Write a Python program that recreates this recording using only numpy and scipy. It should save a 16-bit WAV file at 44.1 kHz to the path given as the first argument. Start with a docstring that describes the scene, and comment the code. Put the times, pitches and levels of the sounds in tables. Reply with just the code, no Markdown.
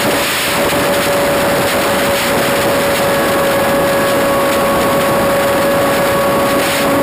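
"""On board a model plane

Open air, a camera microphone riding on the plane, close to a two-stroke glow engine that turns a
two-blade propeller flat out. The slipstream roars; now and then it thumps on the microphone port or
tears into a bright, crackling hiss. Wind and engine overload the microphone together, so every blast
of hiss ducks the engine note."""
import sys
import numpy as np
from scipy.fft import rfft, irfft, next_fast_len
from scipy.io import wavfile
from scipy.ndimage import uniform_filter1d, map_coordinates

SR = 44100
rng = np.random.default_rng(int(sys.argv[2]) if len(sys.argv) > 2 else 0)


def waveform_to_disk(signal):
    """Save audio, clipped to [-1, 1], as 16-bit WAV at the path in sys.argv[1]."""
    frames = np.transpose(np.atleast_2d(signal))
    scaled = np.clip(frames, -1, 1) * 32767
    samples = np.round(scaled).astype(np.int16)
    wavfile.write(sys.argv[1], SR, samples)


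N = 309582


def amp(db):
    """Decibels to gain."""
    return 10 ** (np.asarray(db) / 20)


def unit(x):
    """Scale to rms 1."""
    return x / np.sqrt(np.mean(x ** 2) + 1e-20)


def gain_at(points, hz):
    """Gain of (frequency [Hz], level [dB]) points joined on a log axis."""
    f, db = np.transpose(points)
    return amp(np.interp(np.log(hz + 1), np.log(f + 1), db))


def curve(points):
    """Join (time [s], value) points into one value per sample."""
    times, values = np.transpose(points)
    return np.interp(np.arange(N) / SR, times, values)


def wobble(rate):
    """A smooth random curve, rate knots a second."""
    knots = rng.standard_normal(int(N * rate / SR) + 4)
    return map_coordinates(knots, [np.arange(N) * rate / SR])


def swells(events, squareness):
    """Level in dB of (time, rise, width) events that each rise, hold and fall."""
    t = np.arange(N) / SR
    return sum(rise_db * .5 ** np.minimum(np.abs(2 * (t - centre) / width) ** squareness, 20)
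               for centre, rise_db, width in events)


def filtered(x, response):
    """Filter x by a gain given as a function of frequency."""
    size = next_fast_len(N + SR // 2)
    hz = np.fft.rfftfreq(size, 1 / SR)
    return irfft(rfft(x, size) * response(hz), size)[..., :N]


def noise(spectrum):
    """Coloured noise of rms 1."""
    return unit(filtered(rng.standard_normal(N), lambda hz: gain_at(spectrum, hz)))


def harmonics(angle, orders, flutter_db):
    """Sines locked to the shaft, each fluttering a little in the turbulent air."""
    return sum(np.sqrt(2) * amp(db + flutter_db * wobble(11)) * np.sin(order * angle)
               for order, db in orders)


def shaft_angle(tremble=0.00197, hunting=0.0008):
    """The shaft slows a little under load; uneven firing makes its speed tremble and hunt."""
    # engine speed: (time [s], turns per second [Hz])
    speed = [(0.0, 285.3), (0.36, 285.8), (1.62, 282.7), (1.8, 281.1), (2.88, 280.7), (3.6, 278.0),
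             (3.78, 279.6), (4.32, 278.4), (5.4, 279.4), (5.58, 280.4), (6.3, 279.1), (7.02, 280.0)]
    shaft_hz = curve(speed) * (1 + tremble * wobble(60) + hunting * wobble(6))
    return 2 * np.pi * np.cumsum(shaft_hz) / SR


def propeller(angle, gust_db, bank_start_s=2.06, bank_length_s=2.18):
    """Two blade passes a turn; gusts load the blades, and banking lifts the tone and its 2nd harmonic."""
    # third harmonic of the blade tone: (time [s], level [dB])
    third_level = [(0, -32), (2.7, -35.5), (3.1, -28), (4.0, -26.5), (4.95, -36), (5.5, -29.5),
                   (6.05, -24.5), (6.45, -35), (6.75, -25), (7.02, -38)]
    # faint high engine buzz: (multiple of the shaft speed, level re the second blade harmonic [dB])
    buzz_orders = [(8, -24), (10, -46), (17, -17)]
    bank = np.clip((np.arange(N) / SR - bank_start_s) / bank_length_s, 0, 1)
    blade_db = -20 + 1.45 * bank + 0.2 * wobble(4) + 0.25 * gust_db
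    second_db = -33.5 + 11 * bank
    blade_tone = harmonics(angle, [(2, blade_db)], flutter_db=0.48)
    overtones = harmonics(angle, [(4, second_db), (6, curve(third_level))], flutter_db=1.53)
    buzz = amp(second_db) * harmonics(angle, buzz_orders, flutter_db=1.53)
    return blade_tone + overtones + buzz


def exhaust(angle):
    """The two-stroke fires once a turn, sounding an octave below the blade tone."""
    # exhaust note at the port: (time [s], level [dB])
    level = [(0, -32), (2.5, -41), (6.2, -39), (6.55, -26.5), (6.78, -32), (6.9, -22.5), (7.02, -24.5)]
    # its odd harmonics: (multiple of the shaft speed, relative level [dB])
    orders = [(1, 0.5), (3, -4.5), (5, -13), (7, -11)]
    return amp(curve(level)) * harmonics(angle, orders, flutter_db=0.48)


def buffeting(gust_db, eddies):
    """Wind roars on the microphone port, fed by gusts and thumping when a large eddy hits."""
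    # large eddies: (time [s], rise [dB], width at half height [s])
    thumps = [(0.04, 1.5, 0.14), (0.75, 1, 0.24), (2.36, 2, 0.12), (4.87, 3, 0.2), (5.18, 2, 0.12),
              (5.6, 2, 0.092), (6.97, 2, 0.094)]
    # low wind roar: (frequency [Hz], relative density [dB])
    spectrum = [(20, -12), (40, -13), (70, -2.5), (130, -2), (230, 1.5), (450, 1), (800, 0), (1300, -5),
                (2200, -25.5), (4000, -46), (9000, -62)]
    level_db = -19 + 0.5 * wobble(6) + swells(thumps, squareness=2.5) + 0.2 * gust_db
    flutter_db = 1.14 * wobble(110) - 0.5 * eddies
    return amp(level_db + flutter_db) * noise(spectrum)


def slipstream(gust_db, eddies, stall_db=-21, rush_gain_db=3.5, torn_gain_db=9):
    """Air rushes past the housing and crackles into bright hiss where it tears off the edges."""
    # strength of the flow between gusts: (time [s], level [dB])
    airflow = [(0, -26.5), (0.8, -25.5), (1.3, -26.5), (2.4, -25), (3.4, -26.7), (4.35, -29.5), (5.4, -28),
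               (6.3, -29.5), (6.6, -27.5), (6.9, -30)]
    # sliding air: (frequency [Hz], relative density [dB])
    rush_spectrum = [(200, -11), (700, -3), (1300, -0.5), (2000, -1.5), (3000, -12), (5000, -19.5),
                     (9000, -30), (15000, -35)]
    # tearing air: (frequency [Hz], relative density [dB])
    torn_spectrum = [(400, -25), (1200, -2.5), (2000, 2.5), (2800, 2), (3800, 0), (5200, -5), (8000, -9.5),
                     (15000, -24)]
    excess_db = curve(airflow) + 0.71 * wobble(16) + gust_db - stall_db
    flurries_db = 1.8 * eddies + 2.5 * wobble(200)
    crackle_db = 5 * wobble(800)
    # torn air grows much faster than the rush, so strong blasts are the brightest
    rush_db = stall_db + 0.84 * excess_db + rush_gain_db + flurries_db
    torn_db = stall_db + 2.55 * excess_db + torn_gain_db + flurries_db + crackle_db
    return amp(rush_db) * noise(rush_spectrum) + amp(torn_db) * noise(torn_spectrum)


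def overload(x, drive_db=10, ceiling_db=-13, hardness=4):
    """The microphone saturates and squares off the wave."""
    driven = amp(drive_db) * x
    return driven / (1 + np.abs(driven / amp(ceiling_db)) ** hardness) ** (1 / hardness)


def housing(hz, corner_hz=238, shelf=2.13):
    """The housing's broad bass hump, over a low roll-off, rounds the wave's flat tops."""
    # microphone colour: (frequency [Hz], gain [dB])
    colour = [(20, 1), (200, 0), (1500, -0.5), (3000, -3), (5000, -4.5), (8000, -7.5), (15000, -19.5)]
    s = 1j * hz / corner_hz
    roll_off = s / (1 + s)
    bass_lift = 1 + shelf / (1 + s)
    return roll_off * bass_lift * gain_at(colour, hz)


def fizz(x, level_db=-25.5, follow=0.71):
    """A fine sizzle swells with the sharp edges of the overloaded wave."""
    # sizzle: (frequency [Hz], relative density [dB])
    spectrum = [(2500, -13), (5000, -69), (6800, 2.5), (9000, 6), (11000, 4), (13000, 3), (15300, 5)]
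    edges = filtered(x, lambda hz: hz > 2200)
    edge_rms = np.sqrt(np.abs(uniform_filter1d(edges ** 2, size=260)))
    return amp(level_db) * unit(edge_rms ** follow * noise(spectrum))


def mirror_whistle(x, carrier_hz=12000):
    """The camera mirrors the sound faintly around a high carrier: a thin whistle rides on the engine."""
    # what gets mirrored: (frequency before mirroring [Hz], gain [dB])
    leak = [(100, -42), (560, -18.5), (1120, -14), (1700, -13.5), (2500, -23), (3500, -36)]
    carrier = np.cos(2 * np.pi * carrier_hz * np.arange(N) / SR)
    return filtered(x, lambda hz: gain_at(leak, hz)) * carrier


def passband(hz, top_hz=15320):
    """The camera's response has steep, narrow dips and a hard upper limit."""
    # treble dips: (centre [Hz], half-width [Hz])
    dips = [(6000, 322), (12000, 330)]
    notches = [1 - np.exp(-((hz - centre) / width) ** 4) for centre, width in dips]
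    return np.prod(notches, axis=0) * (hz < top_hz)


def scene():
    """Engine and wind meet at a single microphone port on the plane."""
    # gusts that tear the flow off the housing: (time [s], rise in flow [dB], width at half height [s])
    gusts = [(0.025, 8.5, 0.051), (0.115, 8, 0.014), (0.36, 9.5, 0.34), (0.61, 1.5, 0.084),
             (0.707, 10, 0.023), (0.95, 4.5, 0.033), (1.042, 8, 0.046), (1.14, 5.5, 0.024),
             (1.41, 4, 0.031), (1.706, 6.5, 0.055), (1.991, 4.5, 0.015), (2.22, 5.5, 0.15),
             (2.486, 3.5, 0.034), (2.561, 5, 0.018), (2.619, 5, 0.028), (2.972, 6.5, 0.042),
             (4.1, 4.5, 0.063), (4.53, 7, 0.03), (4.82, 5, 0.036), (5.016, 4.5, 0.022), (5.632, 3, 0.027),
             (5.95, 2, 0.35), (6.73, 9.5, 0.2)]
    gust_db = swells(gusts, squareness=3.6)
    angle = shaft_angle()
    engine = propeller(angle, gust_db) + exhaust(angle)
    eddies = wobble(55)
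    wind = buffeting(gust_db, eddies) + slipstream(gust_db, eddies)
    pressure = engine + wind
    return np.array([pressure, pressure])


def record(dry):
    """One overloaded microphone, coloured by the camera, feeds both channels."""
    squared = overload(dry[0])
    coloured = filtered(squared, housing) + fizz(squared) + mirror_whistle(squared)
    mono = filtered(coloured, passband)
    return np.array([mono, mono])


dry = scene()
out = record(dry)
waveform_to_disk(out)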